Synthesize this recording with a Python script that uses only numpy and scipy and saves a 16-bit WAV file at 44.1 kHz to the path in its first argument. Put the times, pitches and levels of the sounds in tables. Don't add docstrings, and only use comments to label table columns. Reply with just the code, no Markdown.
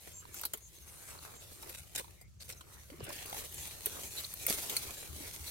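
import sys
import numpy as np
from scipy import signal
from scipy.fft import rfft, irfft
from scipy.io import wavfile
from scipy.ndimage import uniform_filter1d, map_coordinates

SR = 44100
rng = np.random.default_rng(int(sys.argv[2]) if len(sys.argv) > 2 else 0)


def inscribe(sig):
    pcm = np.round(np.clip(np.atleast_2d(sig).T, -1, 1) * 32767)
    wavfile.write(sys.argv[1], SR, pcm.astype(np.int16))


N = 242695
TIME = np.arange(N) / SR
TOP_HZ = 15900


def undb(db):
    return 10 ** (np.asarray(db) / 20)


def unit(x):
    return x / np.sqrt(np.mean(x ** 2))


def curve(rows, column):
    rows = np.array(rows)
    return np.interp(TIME, rows[:, 0], rows[:, column])


def gains(points, hz):
    f, db = np.transpose(points)
    return undb(np.interp(np.log(hz + 1), np.log(f), db))


def colour(x, points, size=4096):
    cepstrum = irfft(np.log(gains(points, np.fft.rfftfreq(size, 1 / SR))))
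    cepstrum[1:size // 2] *= 2
    cepstrum[size // 2 + 1:] = 0
    response = irfft(np.exp(rfft(cepstrum)))
    return signal.fftconvolve(x, response[None] / np.linalg.norm(response))[:, :N]


def resonate(x, hz, q):
    return unit(signal.lfilter(*signal.iirpeak(hz, q, fs=SR), x))


def walk(rate):
    hold = int(SR / rate)
    steps = np.repeat(rng.standard_normal(N // hold + 1), hold)
    return 1.14 * uniform_filter1d(steps, hold)[:N]


def add(out, s, x):
    i = max(int(s * SR), 0)
    out[..., i:i + x.shape[-1]] += x[..., :N - i]


def arch(length):
    u = np.linspace(0, 1, int(length * SR))
    return u * length, np.sqrt(4 * u * (1 - u))


def whistle(hz):
    return np.sin(2 * np.pi * np.cumsum(hz) / SR)


def crinkle(rate, spread_db, decay_s):
    size = undb(spread_db * np.minimum(rng.exponential(size=N), 5))
    slips = (rng.random(N) < rate / SR) * size ** 2
    power = signal.lfilter([1], [1, -np.exp(-2 / (decay_s * SR))], slips)
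    return unit(np.sqrt(power) * rng.standard_normal((2, N)))


# f/Hz, level/dB
FOREST_SPECTRUM = [(22, -42), (35, -32), (55, -2.5), (80, 0), (120, -5.5), (200, -11.5), (400, -43.5),
                   (1000, -26.5), (2200, -29), (4000, -28), (7000, -23), (15000, -59)]
# t/s, relative level/dB
RUMBLE_LEVEL = [(0.0, -62), (2.35, -60.5), (3.09, -59), (4.36, -59.5), (4.8, -58), (5.0, -59.5)]
def forest(rumble_db=3, air_db=-68, swell_db=1.47, split_hz=300):
    noise = colour(rng.standard_normal((2, N)), FOREST_SPECTRUM)
    noise = signal.sosfilt(signal.butter(4, 30, "high", fs=SR, output="sos"), noise)
    rumble = signal.sosfilt(signal.butter(2, split_hz, fs=SR, output="sos"), noise)
    air = signal.sosfilt(signal.butter(2, split_hz, "high", fs=SR, output="sos"), noise)
    level_db = curve(RUMBLE_LEVEL, column=1) + rumble_db + swell_db * walk(14)
    return rumble * undb(level_db) + air * undb(air_db)


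def far_bird(start_s=2.155, length_s=0.13, hz=2150, db=-68):
    song = np.zeros(N)
    t, shape = arch(length_s)
    add(song, start_s, undb(db) * shape ** 2 * whistle(hz + 150 * walk(490)[:len(t)]))
    return song


# t/s, number of notes, level/dB
CHIRPS = [(.757, 3, -56), (2.391, 2, -59), (2.567, 1, -54)]
def chirps(hz=6520, fall_hz=380, length_s=0.025, spacing_s=0.06):
    song = np.zeros(N)
    t, shape = arch(length_s)
    for s, count, db in CHIRPS:
        pitch = hz - fall_hz * np.sin(np.pi / 2 * t / length_s) + 45 * walk(730)[:len(t)]
        note = undb(db) * shape ** 2 * whistle(pitch)
        for k in range(count):
            add(song, s + k * spacing_s, note)
    return song


# t/s, lower voice level/dB, upper voice level/dB, upper voice f/Hz
BUZZES = [(0.126, -48, -44, 7380), (0.32, -49.5, -48.5, 7300), (0.604, -50, -55, 7200),
          (1.335, -54, -51, 7440), (3.54, -48, -45.5, 7300), (4.019, -49, -50, 7300),
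          (4.385, -48.5, -52, 7200), (4.944, -54, -48.5, 7340)]
def buzzes(length_s=0.087, lower_hz=6500, swing_hz=170, swell_db=4, buzz_hz=77, flick_hz=215):
    song = np.zeros(N)
    t, shape = arch(length_s)
    envelope = shape * undb(swell_db * (t / length_s - 1))
    for s, lower_db, upper_db, upper_hz in BUZZES:
        flick = 2 * np.pi * flick_hz * t + 1.9 * walk(146)[:len(t)]
        upper_pitch = upper_hz + 45 * walk(500)[:len(t)]
        lower_pitch = lower_hz + swing_hz * np.sin(flick) + 70 * walk(570)[:len(t)]
        upper = np.sin(np.pi * buzz_hz * t) ** 2 * whistle(upper_pitch)
        lower = np.sin(flick / 2) ** 2 * whistle(lower_pitch)
        add(song, s, envelope * (undb(upper_db) * upper + undb(lower_db) * lower))
    return song


def birds(echo_db=-3, echo_s=0.015):
    song = buzzes() + chirps() + far_bird()
    t = TIME[:SR // 4]
    trees = rng.standard_normal((2, len(t))) * np.exp(-t / echo_s)
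    trees /= np.linalg.norm(trees, axis=1, keepdims=True)
    return song + undb(echo_db) * signal.fftconvolve(song[None], trees)[:, :N]


# t/s, f/Hz, level/dB, decay/cycles
BUMPS = [(2.919, 279, -45, 2.1), (2.937, 354, -49.5, 3.4), (2.99, 239, -46, 1.6), (3.007, 447, -39, 1.9),
         (3.011, 204, -46, 1), (3.027, 114, -40.5, 1.3), (3.159, 310, -53, 1.9), (4.501, 229, -35.5, 1.04),
         (4.504, 415, -35, 2.2), (5.094, 76.4, -45.5, 4.5), (5.132, 397, -55, 3), (5.159, 273, -50, 2.2),
         (5.205, 293, -48, 2.5), (5.25, 79.6, -54, 2.9), (5.395, 75, -48, 3.1)]
def bumps(rough=0.33):
    out = np.zeros((2, N))
    t = TIME[:SR // 3]
    for s, hz, db, cycles in BUMPS:
        peak_s = cycles / hz / 2
        envelope = t / peak_s * np.exp(1 - t / peak_s)
        noise = resonate(rng.standard_normal((2, len(t))), hz, q=2.7)
        add(out, s, undb(db) * envelope * (np.sin(2 * np.pi * hz * t) + rough * noise))
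    return out


# t/s, length/s, level/dB
SCRAPES = [(0.82, 0.3, -64), (1.079, 0.13, -56.5), (1.209, 0.15, -55.5), (2.664, 0.14, -63),
           (3.266, 0.125, -54.5)]
# f/Hz, level/dB
BARK_SPECTRUM = [(200, -14), (550, -3.5), (1000, -1.5), (1450, -3.5), (2200, -18), (6000, -29)]
def scrapes():
    out = np.zeros((2, N))
    grains = colour(crinkle(rate=420, spread_db=2.4, decay_s=.002), BARK_SPECTRUM)
    for s, length, db in SCRAPES:
        t, shape = arch(length)
        start = int(s * SR)
        add(out, s, undb(db) * shape * unit(grains[:, start:start + len(t)]))
    return out


# t/s, length/s, level/dB, f/Hz
SQUEAKS = [(0.767, 0.03, -64, 4150), (1.183, 0.013, -54, 4300), (4.164, 0.045, -41.5, 3940),
           (4.241, 0.013, -38, 4060), (5.459, 0.04, -47.5, 4040)]
def squeaks(q=8):
    out = np.zeros((2, N))
    for s, length, db, hz in SQUEAKS:
        t, shape = arch(length)
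        slips = rng.standard_normal((2, len(t)))
        add(out, s, undb(db) * shape ** 2 * resonate(resonate(slips, hz, q), hz, q))
    return out


# t/s, f/Hz, level/dB, decay/s
KNOCKS = [(0.074, 467, -40, 0.005), (0.253, 1000, -42.5, 0.0033), (0.3445, 1400, -41, .006),
          (0.395, 2950, -36, .003), (0.413, 1300, -45, 0.0027), (0.435, 1434, -34.5, 0.0076),
          (0.453, 1480, -43, .005), (0.5367, 1360, -40, 0.0072), (0.546, 433, -44, 0.011),
          (1.251, 1550, -43, .005), (1.305, 883, -48, 0.0057), (1.516, 290, -48, 0.0051),
          (1.63, 920, -43, 0.0091), (1.696, 525, -45, 0.0097), (2.003, 1000, -39, 0.0073),
          (2.044, 940, -46, 0.0071), (2.08, 910, -48, .006), (2.61, 1066, -46.5, 0.0076),
          (2.9013, 540, -43, 0.0037), (3.0045, 1100, -39.5, 0.0035), (3.092, 596, -38.5, 0.014),
          (3.103, 1020, -38, .006), (3.3281, 810, -31, 0.0048), (3.345, 814, -33.5, 0.0039),
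          (3.368, 780, -36, 0.0059), (3.868, 435, -34, 0.0069), (4.466, 2200, -31, 0.0038),
          (4.5055, 675, -29.5, 0.0048), (4.696, 3620, -30.5, 0.0047), (4.766, 2230, -27, 0.0026)]
# multiple of its pitch, relative level/dB
TWIG_MODES = [(1, -2), (2.62, -9), (4.15, -7), (6.6, -20), (8.9, -31)]
def knocks(rough=0.52, damping=0.47):
    out = np.zeros((2, N))
    t = TIME[:SR // 8]
    for s, hz, db, decay in KNOCKS:
        for multiple, mode_db in TWIG_MODES:
            if hz * multiple > TOP_HZ:
                break
            ring = rough * resonate(rng.standard_normal((2, len(t))), hz * multiple, q=8.9)
            ring[0] += np.sin(2 * np.pi * hz * multiple * t)
            add(out, s, undb(db + mode_db) * np.exp(-t / decay * multiple ** damping) * ring)
    return out


def blades(pair, depth_db, width_hz, hold_s, onset_hz=600, fade_hz=7500, size=512):
    hz, _, spectrum = signal.stft(pair, SR, nperseg=size)
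    rows, frames = np.indices(spectrum.shape[1:])
    field = rng.standard_normal((400, 400))
    positions = [rows * hz[1] / width_hz, frames * size / (2 * SR * hold_s)]
    peaks = map_coordinates(field, positions, order=3, mode="wrap")
    depth = depth_db * hz / np.hypot(hz, onset_hz) / np.hypot(1, hz / fade_hz)
    gain = undb(depth[:, None] * peaks)
    gain /= np.sqrt(np.mean(gain ** 2, axis=1, keepdims=True))
    return signal.istft(spectrum * gain, SR, nperseg=size)[1][:, :N]


# t/s, length/s, level/dB, ring f/Hz, relative ring level/dB
SCUFFS = [(0.022, 0.11, -57.5, 456, -17), (0.217, 0.034, -64.5, 1320, 3), (0.851, 0.26, -66, 8900, 6.5),
          (1.077, 0.05, -51.5, 1420, -15), (1.5, 0.1, -68, 8050, 5), (1.691, 0.018, -46.5, 11900, -2),
          (1.739, 0.024, -46.5, 2730, -20), (1.77, 0.038, -50.5, 8300, -5.5), (1.949, 0.018, -37, 6800, -6),
          (1.973, 0.029, -40.5, 1820, -5), (1.994, 0.025, -51.5, 500, 5.5), (2.4, 0.037, -51.5, 4400, -2),
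          (2.478, 0.043, -45, 510, -26), (3.007, 0.087, -64, 2950, 9.5), (3.113, 0.16, -53, 2770, 0),
          (3.434, 0.038, -47.5, 473, -11), (3.571, 0.034, -46.5, 1310, -26),
          (3.637, 0.053, -51.5, 2330, -14), (4.144, 0.079, -45, 12000, -6), (4.48, 0.016, -39.5, 617, -2),
          (4.483, 0.074, -45, 11100, -2), (4.697, 0.062, -48, 425, 0.5), (5.136, 0.12, -55, 297, -1)]
# f/Hz, level/dB
RASP_SPECTRUM = [(100, 1.5), (300, -0.5), (550, 6), (1200, -3.5), (2200, 5.5), (5000, 0.5), (8500, 4.5),
                 (16000, -6)]
def scuffs(q=5, ease=0.032):
    out = np.zeros((2, N))
    rasp = crinkle(rate=1700, spread_db=2.6, decay_s=.0014)
    broad = colour(rasp, RASP_SPECTRUM)
    for s, length, db, hz, ring_db in SCUFFS:
        t, shape = arch(length)
        part = slice(int(s * SR), int(s * SR) + len(t))
        sound = unit(broad[:, part]) + undb(ring_db) * resonate(rasp[:, part], hz, q)
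        add(out, s, undb(db) * shape * (1 - ease * t / length) * sound)
    return out


def whip(start_s=4.475, attack_s=0.0074, decay_s=0.16):
    since = np.maximum(TIME - start_s, 0)
    return np.minimum(since / attack_s, 1) * np.exp(-since / decay_s)


# t/s, sliding level/dB, bending level/dB
RUSTLE = [(0.0, -50, -70), (0.22, -61, -66), (0.3, -55.5, -63.5), (0.39, -48, -59), (0.49, -57.5, -68.5),
          (0.72, -58, -72), (0.86, -55, -68), (1.1, -52.5, -64.5), (1.2, -50.5, -60.5), (1.48, -55, -62),
          (1.76, -49.5, -61), (1.87, -59, -70), (2.05, -52.5, -62), (2.3, -76.5, -76), (2.39, -77, -75),
          (2.45, -55.5, -70), (2.64, -60.5, -66), (2.75, -54.5, -61), (2.86, -60, -70), (3.03, -61, -55),
          (3.085, -59, -50), (3.14, -47, -54.5), (3.23, -45.5, -52.5), (3.44, -46, -54.5), (3.5, -49, -64),
          (3.66, -41.5, -52.5), (3.74, -47, -59), (4.04, -44.5, -57), (4.1, -47, -64), (4.23, -43, -60.5),
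          (4.3, -46, -68), (4.42, -44.5, -61.5), (4.65, -43.5, -62.5), (4.85, -42.5, -53),
          (5.1, -47, -55.5), (5.5, -44, -59)]
# f/Hz, level/dB
HISS_SPECTRUM = [(900, -2.5), (1600, -6.5), (2300, -1.5), (3000, -1), (4100, 2), (5100, -2.5), (6400, 3.5),
                 (7500, -2), (8500, 1), (13000, 0), (15500, -3)]
FLEX_SPECTRUM = [(100, 0), (200, -10.5), (350, 3), (600, -2.5), (900, -6.5), (1400, -7.5), (2400, -6.5),
                 (5000, -53.5)]
WOOD_SPECTRUM = [(100, -5), (400, 9.5), (900, 9), (1600, -5), (2600, 6.5), (4500, 8.5), (8000, 2.5),
                 (15000, -52)]
def leaves(hiss_db=-2.5, tick_db=-8, crackle_db=-11, whip_slide_db=-32, whip_bend_db=-46.5):
    hiss = colour(crinkle(rate=6900, spread_db=1.5, decay_s=0.013), HISS_SPECTRUM)
    patter = colour(crinkle(rate=600, spread_db=3.0, decay_s=0.0085), FLEX_SPECTRUM)
    ticks = colour(crinkle(rate=42, spread_db=2.0, decay_s=0.0078), WOOD_SPECTRUM)
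    bending = patter * undb(2.2 * walk(30)) + ticks * undb(tick_db)
    edges = colour(crinkle(rate=70, spread_db=2, decay_s=.0015), RASP_SPECTRUM)
    sliding = hiss * undb(hiss_db + 2.07 * walk(45)) + edges * undb(crackle_db)
    slide_gain = np.hypot(undb(curve(RUSTLE, column=1)), undb(whip_slide_db) * whip())
    bend_gain = np.hypot(undb(curve(RUSTLE, column=2)), undb(whip_bend_db) * whip())
    surges = undb(1.01 * walk(22))
    return (sliding * slide_gain + bending * bend_gain) * surges


# f/Hz, level/dB
CRACK_SPECTRUM = [(300, -9), (2000, -5), (6000, -11), (8500, 1.5), (12000, 2), (14000, 2.5), (16000, 2.5)]
def stalk_spectrum(hz, focus_db=6, focus_octaves=0.17, db_per_octave=1.5, modes_db=3.0, count=44):
    f = np.linspace(CRACK_SPECTRUM[0][0], TOP_HZ, count)
    octaves = np.log2(f / hz)
    common = 20 * np.log10(gains(CRACK_SPECTRUM, f))
    focus = focus_db * np.exp(-(octaves / focus_octaves) ** 2)
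    slope = db_per_octave * np.minimum(octaves, 0)
    modes = modes_db * rng.standard_normal(count)
    return np.column_stack([f, common + focus + slope + modes])


# t/s, relative level/dB, woody body offset/dB, decay/s, crack f/Hz
SNAPS = [(0.073, -42.5, -3, 0.0044, 3000), (0.3433, -30, -16, 0.0034, 13000), (0.368, -40, -2, .008, 7000),
         (0.395, -31, -16, 0.0023, 11500), (0.414, -25, -25, 0.0022, 13500),
         (0.4343, -30.5, -7.5, 0.0048, 8000), (0.4521, -15, -16, .0045, 11500),
         (0.535, -18, -15.5, .0035, 12000), (0.5732, -36, -14, .005, 12500),
         (1.626, -34, -7, 0.0017, 11000), (1.9618, -32, -4.5, 0.0036, 7000), (1.979, -28, -6, .012, 7800),
         (2.2117, -45, 0.5, 0.01, 8900), (2.492, -30.5, -9, 0.0016, 8900), (2.523, -35.5, 0, 0.0014, 4500),
         (2.608, -43.5, 1.5, 0.0034, 6000), (2.9012, -48, 3.5, .002, 4000), (3.0395, -33, -9, 0.0078, 8700),
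         (3.0901, -34.5, -4.5, .008, 8800), (3.127, -33, -12, .003, 9000), (3.161, -35, -10, 0.0033, 8700),
         (3.258, -34, -9, .004, 10000), (3.297, -27, -20, .002, 13000), (3.3285, -35, -15, 0.0033, 8500),
         (3.344, -32, -23, 0.0045, 11000), (3.454, -35.5, -12, .002, 11000), (3.523, -30, -17, .002, 9000),
         (3.543, -31.5, -33, 0.0035, 9500), (3.579, -36.5, -2, 0.0027, 4000),
         (3.672, -32.5, -9, .003, 10000), (3.859, -10, -31, 0.0016, 12800),
         (3.861, -19.5, -11, 0.0029, 12000), (4.034, -31, -5.5, 0.0018, 9000),
         (4.075, -33, -20, .002, 12500), (4.339, -22.5, -39, 0.0019, 13000),
         (4.4656, -7.5, -29, 0.0019, 13900), (4.499, -15, -10.5, .0025, 10900),
         (4.506, -22, -11, .0035, 8000), (4.578, -30, -16, .002, 10000), (4.623, -30, -22, .003, 12500),
         (4.6953, -25, -2, 0.012, 6900), (4.766, -15, -12, 0.0031, 9100)]
def snaps(crack_db=-8, fracture_db=4, fracture_s=.0004, attack_s=0.0011, fibre_db=3,
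          tail_db=-18, tail_s=0.015, body_db=-4, body_s=0.0081):
    crack, body = np.zeros((2, 2, N))
    t = TIME[:SR // 10]
    rise = 1 - np.exp(-t / attack_s)
    fracture = undb(fracture_db) * np.exp(-t / fracture_s)
    tail = undb(tail_db) * np.exp(-t / tail_s)
    fibres = undb(fibre_db * walk(2200))
    for s, db, wood_db, decay, hz in SNAPS:
        crack_noise, body_noise = rng.standard_normal((2, 2, len(t)))
        tearing = fibres[int(s * SR):][:len(t)] * rise * (np.exp(-t / decay) + tail)
        burst = (fracture + tearing) * crack_noise
        add(crack, s, undb(db + crack_db) * colour(burst, stalk_spectrum(hz)))
        add(body, s, undb(db + wood_db + body_db) * rise * np.exp(-t / body_s) * body_noise)
    wood = colour(body, WOOD_SPECTRUM)
    return crack + blades(wood, depth_db=10, width_hz=342, hold_s=.06, size=256)


# f/Hz, level/dB
SCATTER = [(60, -6.5), (130, -4), (300, -1.5), (600, -6), (1400, 2), (3000, -1.5), (7000, 1), (8800, -12),
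           (11000, -21), (12700, -18), (15500, 0.5)]
# f/Hz, level/dB
PORT_BALANCE = [(60, 2), (250, 1.1), (500, -0.5), (1000, -3), (4000, 0.7), (12000, 1)]
def ports(pair, lag_s, max_cycles=3):
    hz = np.fft.rfftfreq(N, 1 / SR)
    direct, scattered = rfft(pair)
    share = gains(SCATTER, hz)
    delay = np.exp(-2j * np.pi * np.minimum(hz * lag_s, max_cycles))
    left = (direct + share * scattered) * delay
    right = direct - share * scattered
    balance = gains(PORT_BALANCE, hz) ** np.array([[.5], [-.5]])
    return irfft(np.array([left, right]) * balance / np.sqrt(1 + share ** 2), N)


def scene():
    foliage = blades(leaves() + scuffs(), depth_db=3.5, width_hz=197.5, hold_s=.07)
    shrub = foliage + scrapes() + squeaks() + snaps() + knocks()
    return ports(shrub, lag_s=.00047) + ports(forest(), lag_s=0) + bumps() + birds()


def record(dry):
    return signal.sosfilt(signal.ellip(10, .2, 70, TOP_HZ, fs=SR, output="sos"), dry)


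dry = scene()
out = record(dry)
inscribe(out)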